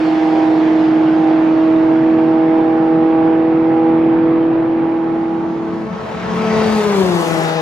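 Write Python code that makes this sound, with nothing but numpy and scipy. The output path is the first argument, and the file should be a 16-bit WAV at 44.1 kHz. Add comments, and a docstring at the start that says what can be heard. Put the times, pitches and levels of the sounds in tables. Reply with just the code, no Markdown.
"""Race cars on a damp track

A V8 engine drones away up the straight, its exhaust puffs so fast that they blend into a note.
A second car hums ahead of it, and each note stops when its driver comes off the throttle.
A third car then races close by toward the left: its note drops, its wet tyres hiss and the barriers echo."""
import sys
import numpy as np
from scipy import signal
from scipy.fft import rfft, irfft, next_fast_len
from scipy.io import wavfile
from scipy.ndimage import uniform_filter1d, map_coordinates

SR = 44100
rng = np.random.default_rng(int(sys.argv[2]) if len(sys.argv) > 2 else 0)


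def to_wav(sig):
    """Store sig (one row per channel, or 1-D mono) as 16-bit WAV at the path in sys.argv[1].

    Samples outside -1..1 are clipped; the rate is SR.
    """
    pcm = np.clip(np.atleast_2d(sig), -1, 1) * 32767
    pcm = np.round(pcm).astype(np.int16)
    wavfile.write(sys.argv[1], SR, pcm.T)  # frames by channels


N = 335601
T = np.arange(N) / SR
PASS_S = 7.043  # the moment the third car is closest

# hiss of water thrown up by tyres: (frequency [Hz], relative level [dB])
SPRAY_TONE = [(3500, -23.5), (6500, 9.5), (8500, 6), (11000, 3), (13500, -1), (15700, -14)]


def v8(angle):
    """Eight firings per engine cycle make the drone; uneven exhaust pipes add weaker tones."""
    # strongest overtones: (multiple of the cycle rate, level above the drone [dB], left minus right [dB])
    overtones = [(12, -20.5, 0), (16, -21, -5.5), (20, -24.5, -8.5)]
    # an overtone sings out: (multiple of the cycle rate, middle [s], half length [s], boost [dB])
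    swells = [(20, 0.32, 0.23, 11.5), (20, 1.27, 0.12, 9), (16, 2.4, 1.2, 6), (20, 2.89, .55, 11.5),
              (12, 3.4, 1.48, 9.5), (20, 3.8, .17, 13.5), (20, 5.15, 0.41, 9.5)]
    # weaker tones: (multiple of the cycle rate, relative level [dB])
    weak_tones = [(1, -47.5), (2, -36), (3, -35.5), (4, -20), (5, -37.5), (6, -13.5), (7, -14.5), (9, -18),
                  (10, -31.5), (11, -22), (13, -24), (14, -39), (15, -32), (17, -39), (18, -29.5),
                  (19, -23), (21, -43), (22, -23), (23, -30), (24, -25), (25, -35), (26, -39.5), (27, -36),
                  (28, -28), (29, -37), (30, -38), (31, -33.5), (32, -33)]
    drone_db, rumble_db, roar_db = exhaust_levels()
    drone = amp(drone_db - 0.23) * tone(8 * angle, scatter=0.021, rate=22, apart=0.72)
    out = pan(drone, left_db=-3 + 0.43 * T)  # drifts from the right toward the middle
    for k, db, left_db in overtones:
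        boost_db = sum(boost * swell(s, half, flatness=4) for which, s, half, boost in swells if which == k)
        overtone = tone(k * angle, scatter=0.13, rate=9, apart=0.95)
        out += pan(amp(drone_db + db + boost_db) * overtone, left_db)
    throb, burble = amp(rumble_db + 9.5), amp(roar_db + 9)
    for k, db in weak_tones:
        gain = throb if k < 8 else burble
        out += amp(db) * gain * tone(k * angle, scatter=0.44, rate=5, apart=0.34)
    return out * (1 - ramp(5.83, 0.046))  # the driver comes off the throttle


def exhaust_levels():
    """The V8's drone, rumble and roar in dB: the two noises partly follow the drone."""
    # the drone as the car drives away: (time [s], level [dB])
    drone_levels = [(0.06, -14.5), (0.54, -12), (1.88, -11.5), (2.59, -12), (2.63, -13), (3.27, -12),
                    (3.38, -13), (4.22, -12), (5.18, -17), (5.8, -23.5)]
    drone_db, = curves(drone_levels)
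    swing_db = drone_db + 12.5
    rumble_db = -31.5 + 0.9 * swing_db + 1.12 * T
    roar_db = -25 + 0.55 * swing_db
    return drone_db, rumble_db, roar_db


def exhaust_noise(angle):
    """The V8's exhaust gas rumbles, roars in puffs and rasps; distance takes the rasp first."""
    # low, middle and high gas noise, each: (frequency [Hz], relative level [dB])
    rumble_tone = [(20, -56), (33, -29.5), (45, -15), (85, -18.5), (110, -7.5), (140, 2), (215, 0),
                   (270, -2), (400, -11.5), (900, -70.5)]
    roar_tone = [(150, -22), (330, 4), (560, -0.5), (850, 0.5), (1150, -6), (1600, -9.5), (2300, -15.5),
                 (3200, -25.5), (5000, -40.5), (8000, -67.5)]
    rasp_tone = [(700, -22), (1200, 3), (1700, 10), (2300, 6.5), (3500, 0.5), (5000, -6.5), (6500, -15),
                 (8000, -25), (11000, -46.5), (15000, -54.5)]
    _, rumble_db, roar_db = exhaust_levels()
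    puffs = unit(1 + .17 * np.cos(8 * angle) + .16 * np.cos(4 * angle)
                 + .12 * np.sin(2 * angle) + .1 * np.sin(angle))
    rasp = (amp(-33 - 5 * T) + amp(-58.5)) * noise(rasp_tone, patchy_db=2)
    dull = ramp(0.33, 4.6) * (1 - 0.87 * ramp(4.4, .8))  # the treble fades with distance, then returns
    rasp = (1 - dull) * rasp + dull * filtered(rasp, lambda hz: amp(-(hz / 3400) ** 2))
    roar = amp(roar_db) * noise(roar_tone, patchy_db=1.5)
    rumble = amp(rumble_db) * noise(rumble_tone, patchy_db=0.5)
    fade = np.sqrt(1 - ramp(4.47, 2.9))
    return pan((rumble + puffs * roar + rasp) * fade, left_db=-2.5)


def passing_car(speed_m_per_s=61.5, distance_m=14.2, sound_m_per_s=343):
    """A car sweeps by: its sound waves are squeezed as it comes and stretched as it goes (Doppler)."""
    # its noises over time: (time [s], relative exhaust roar [dB], relative machinery rush [dB])
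    noise_levels = [(5.92, -37.5, -49), (5.932, -33, -46.5), (6.146, -29, -42), (6.61, -23, -31.5),
                    (6.81, -26.5, -32), (7.506, -23, -30.5), (7.52, -26, -32.5)]
    # exhaust roar and machinery rush, each: (frequency [Hz], relative level [dB])
    roar_tone = [(40, -46), (110, -11), (180, 1.5), (260, -4), (360, 6.5), (600, 5), (900, 5.5),
                 (1300, 0.5), (2100, -8.5), (3000, -15), (5000, -43.5), (9000, -68.5)]
    rush_tone = [(1200, -17), (1900, 2), (2500, 0.5), (3600, -1.5), (4800, -5), (6000, -8), (7500, -16.5),
                 (10000, -37.5), (15000, -50.5)]
    past_m = speed_m_per_s * (T - PASS_S)
    away = past_m / np.hypot(past_m, distance_m)  # -1 coming, 0 closest, 1 going
    firing_hz = 183.6 + 3.64 * (T - PASS_S)  # one row of six cylinders, slowly revving up
    heard_hz = firing_hz / (1 + away * speed_m_per_s / sound_m_per_s)
    angle = cycle_angle(heard_hz / 6 * (1 + .002 * wobble(30)))
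    fade_in_db = 12 * np.minimum(T - 5.74, 0)  # the third car's sound fades in
    roar_db, rush_db = curves(noise_levels)
    puffs = unit(1 + 0.1 * np.cos(6 * angle) + 0.072 * np.cos(angle))
    roar = amp(roar_db + fade_in_db + 3) * noise(roar_tone, patchy_db=1.5)
    rush = amp(rush_db + fade_in_db + 1) * noise(rush_tone, patchy_db=1.8)
    cloud = spray_and_wind()
    left_db = 5.5 + 2.2 * away
    car = pan(passing_engine(angle, fade_in_db), left_db) + pan(puffs * (roar + rush), .45 * left_db)
    right_delay_ms = 0.11 + 0.077 * away  # the right ear hears it later and later
    car[1] = map_coordinates(car[1], [np.arange(N) - right_delay_ms / 1000 * SR], order=3)
    return ramp(4.4, 0.5) * (car + pan(cloud, .2 * left_db))  # the wide cloud has little direction


def passing_engine(angle, fade_in_db):
    """We hear the air intake and whining gears as the car comes, and its tail pipes as it goes."""
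    # engine tones: (multiple of the cycle rate, relative level in front [dB], relative level behind [dB])
    engine_tones = [(3.88, -24, -35), (4.974, -4, -35.5), (6.045, 2, -2), (6.7, -27, -15.5),
                    (8.93, -22.5, -24), (9.89, -21.5, -35), (11.06, -19, -16.5), (12.1, 3, 0),
                    (18.15, -6.5, -1), (24, -10.5, -1), (30.1, -10.5, -6.5), (30.65, -20, -4),
                    (36, -14, -16.5), (41.9, -27, -25.5), (48.8, -24.5, -14), (53.5, -24, -21),
                    (61.2, -26, -15.5), (65, -34, -14.5), (73.3, -32, -14.5)]
    clear = (1 - np.cos(np.pi * ramp(6.045, 0.48))) / 2  # the car comes into the open
    engine_db = -34.5 + fade_in_db + 13 * clear - 8 * np.maximum(T - 7.01, 0)
    far, facing = 1 - ramp(6.17, 0.32), swell(6.67, 0.21)
    beside, behind = swell(PASS_S - .05, 0.4), ramp(7.0, .36)
    howl_db = 5.5 * swell(7.02, 0.29) - 3.5  # the full firing note is beamed just ahead of the car
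    growl_db = 4 - 15 * ramp(6.26, 0.6)  # the low growl shrinks as it nears
    boost_db = {12: howl_db, 5: growl_db}
    out = np.zeros((2, N))
    for k, front_db, rear_db in engine_tones:
        flutter_db = 3.1 * far * wobble(22)  # moving air on the long path
        db = engine_db + front_db + behind * (rear_db - front_db) + boost_db.get(round(k), 0) + flutter_db
        phase = k * angle
        if k >= 40:  # the highest tones are thrown forward
            db = db + 7 * facing
        if k >= 18:  # from the side, only a smeared part of the high tones gets through the fence
            db = db - 2.6 * beside
            phase = phase + (.22 + 1.2 * beside) * wobble(45)
        out += amp(db) * tone(phase, scatter=.01 * k, rate=18, apart=.6)
    gear_whine = sum(tone(k * angle, scatter=3, rate=170, apart=1.5) for k in (128, 133))
    out += amp(-45) * facing * gear_whine
    echo = barrier_echo(out)
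    return out + amp(-18) * echo.mean(axis=0) + amp(-12) * echo


def spray_and_wind():
    """The passing car pushes a gust of air ahead of it and trails a hissing cloud of spray."""
    # the gust: (frequency [Hz], relative level [dB])
    gust_tone = [(20, -40), (33, -19.5), (45, -11), (80, 2), (125, 1.5), (200, 11.5), (400, -20.5),
                 (900, -63.5)]
    gust = amp(-26.5 + 2.7 * wobble(12)) / np.hypot(1, (T - 6.45) / .55) ** 2
    spray_db = -40 - 102.5 * np.log10(np.hypot(1, (T - 7.155) / 0.77))  # falls steeply with distance
    spray = amp(spray_db + 2 * wobble(9) + 1.2 * wobble(80)) + amp(-81.5)
    return spray * noise(SPRAY_TONE, patchy_db=0.1) + gust * noise(gust_tone, patchy_db=1)


def barrier_echo(x, decay_s=0.91, build_s=0.076, size=32768):
    """Walls and stands throw back a blur of echoes, different at each ear."""
    t = np.arange(size) / SR
    tail = rng.standard_normal((2, size)) * amp(-60 * t / decay_s) * (1 - np.exp(-(t / build_s) ** 2))
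    return signal.fftconvolve(x, tail / np.linalg.norm(tail[0]), axes=1)[:, :N]


def car_ahead():
    """A slightly higher engine note throbs against the V8 until its driver eases off."""
    # its note: (time [s], firing rate [Hz], level [dB])
    note = [(0, 338.6, -34), (.4, 336.5, -32), (1, 343, -36.5), (1.35, 346, -33.5), (1.43, 339.5, -41),
            (1.55, 314, -34), (1.7, 305.7, -63.5)]
    # its tones: (multiple of the cycle rate, relative level [dB])
    engine_tones = [(4, -5), (5, -16.5), (8, 5.5), (12, -19.5), (16, 2.5), (20, -18.5), (24, -6.5)]
    firing_hz, note_db = curves(note)
    angle = cycle_angle(firing_hz / 8)
    return sum(amp(note_db + db) * tone(k * angle, scatter=0.037, rate=6.9, apart=0.16)
               for k, db in engine_tones)


def v8_spray():
    """The hiss of the V8's wet tyres is soon lost in the air."""
    return amp(-64 - 18 * T) * noise(SPRAY_TONE, patchy_db=0.5)


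def ticks(size=512, crackles=110, decay_s=.005):
    """Tiny dry ticks close by, over a fainter crackle."""
    # the clearer ticks: (time [s], relative level [dB])
    clear_ticks = [(1.116, -45), (1.713, -49), (1.7775, -48.5), (2.212, -58), (2.587, -47.5), (2.8903, -47),
                   (3.1431, -58.5), (3.488, -63)]
    out, t = np.zeros((2, N)), np.arange(size) / SR
    crackle = [(when * (T[-1] - .1), -63 + 12 * loud ** 2) for when, loud in rng.random((crackles, 2))]
    for s, db in list(clear_ticks) + crackle:
        start = round(s * SR)
        out[:, start:start + size] += amp(db - 4 - 60 * t / decay_s) * rng.standard_normal((2, size))
    return out


def background():
    """A very faint, steady hush."""
    # the hush: (frequency [Hz], relative level [dB])
    hush_tone = [(20, -8), (60, -6), (1000, 4), (8000, -28.5), (15000, -29.5)]
    return amp(-70.5) * noise(hush_tone)


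def tone(phase, scatter, rate, apart, size=1024):
    """One engine tone: a direct wave plus drifting scattered ones, partly different at each ear."""
    coarse = T[::128]
    points = rng.standard_normal((3, size)) + 1j * rng.standard_normal((3, size))
    shared, *ears = [map_coordinates(p, [coarse * rate], mode="wrap") for p in points]
    paths = unit(1 + scatter * (shared + apart * np.array(ears))) * np.exp(2j * np.pi * rng.random())
    wave = np.exp(1j * phase)
    return np.sqrt(2) * np.array([(np.interp(T, coarse, p) * wave).real for p in paths])


def noise(spectrum, patchy_db=0):
    """Stereo noise of strength 1; swirling air gives it louder and softer patches."""
    # how alike the two ears hear it: (frequency [Hz], likeness [0 to 1])
    likeness = [(60, 1), (250, 0.7), (600, 0.37), (1200, 0.44), (2500, 0.5), (5000, 0.69), (9000, 0.38)]

    def shape(hz):
        width = np.arccos(np.clip(along(likeness, hz), -1, 1)) / 2
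        return amp(along(spectrum, hz)) * np.array([np.cos(width), np.sin(width)])

    slices = signal.stft(rng.standard_normal((2, N)), nperseg=1024)[2]
    patches = uniform_filter1d(rng.standard_normal(slices.shape[1:]), size=6, axis=0)
    patches = uniform_filter1d(patches, size=9, axis=1)
    pair = signal.istft(slices * amp(patchy_db * unit(patches)), nperseg=1024)[1][:, :N]
    mid, side = filtered(pair, shape)
    return unit(np.array([mid + side, mid - side]))


def cycle_angle(cycle_hz):
    """An angle that turns once per engine cycle, in which every cylinder fires once."""
    return 2 * np.pi * np.cumsum(cycle_hz) / SR


def amp(db):
    """Turns decibels into a gain."""
    return 10 ** (np.asarray(db) / 20)


def unit(x):
    """Scales x to an average strength (rms) of 1."""
    return x / np.sqrt(np.mean(np.abs(x) ** 2) + 1e-20)


def along(points, hz):
    """Joins (frequency, value) points, giving each octave equal room."""
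    freqs, values = np.transpose(points)
    return np.interp(np.log(hz + 1), np.log(freqs + 1), values)


def curves(rows):
    """One value per sample for each column after the time."""
    times, *columns = np.transpose(rows)
    return [np.interp(T, times, column) for column in columns]


def ramp(start_s, length_s):
    """Rises from 0 to 1."""
    return np.clip((T - start_s) / length_s, 0, 1)


def swell(middle_s, half_s, flatness=2):
    """1 in the middle, falling away on both sides."""
    return np.exp(-np.abs((T - middle_s) / half_s) ** flatness)


def wobble(rate, size=2048):
    """A smooth curve through `rate` random points a second."""
    coarse = T[::128]
    return np.interp(T, coarse, map_coordinates(rng.standard_normal(size), [coarse * rate], mode="wrap"))


def filtered(x, response):
    """Scales each frequency in x by response(hz)."""
    size = next_fast_len(N + SR // 4, True)
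    return irfft(rfft(x, size) * response(np.fft.rfftfreq(size, 1 / SR)), size)[..., :N]


def pan(x, left_db):
    """Makes the left ear left_db louder than the right."""
    return np.array([x[0] * amp(left_db / 2), x[1] * amp(-left_db / 2)])


def scene():
    """Adds up the three cars and the faint sounds around them."""
    # the V8's slowly rising note: (time [s], firing rate [Hz])
    v8_note = [(0, 317.4), (1, 317.4), (2, 322), (3, 323), (4, 325.9), (4.5, 327.5), (5, 328.4),
               (5.9, 330.5)]
    firing_hz, = curves(v8_note)
    angle = cycle_angle(firing_hz / 8)
    return (v8(angle) + car_ahead() + exhaust_noise(angle) + v8_spray()
            + passing_car() + ticks() + background())


def record(dry, top_hz=15720):
    """Cuts off the very highest treble."""
    return filtered(dry, lambda hz: hz < top_hz)


dry = scene()
out = record(dry)
to_wav(out)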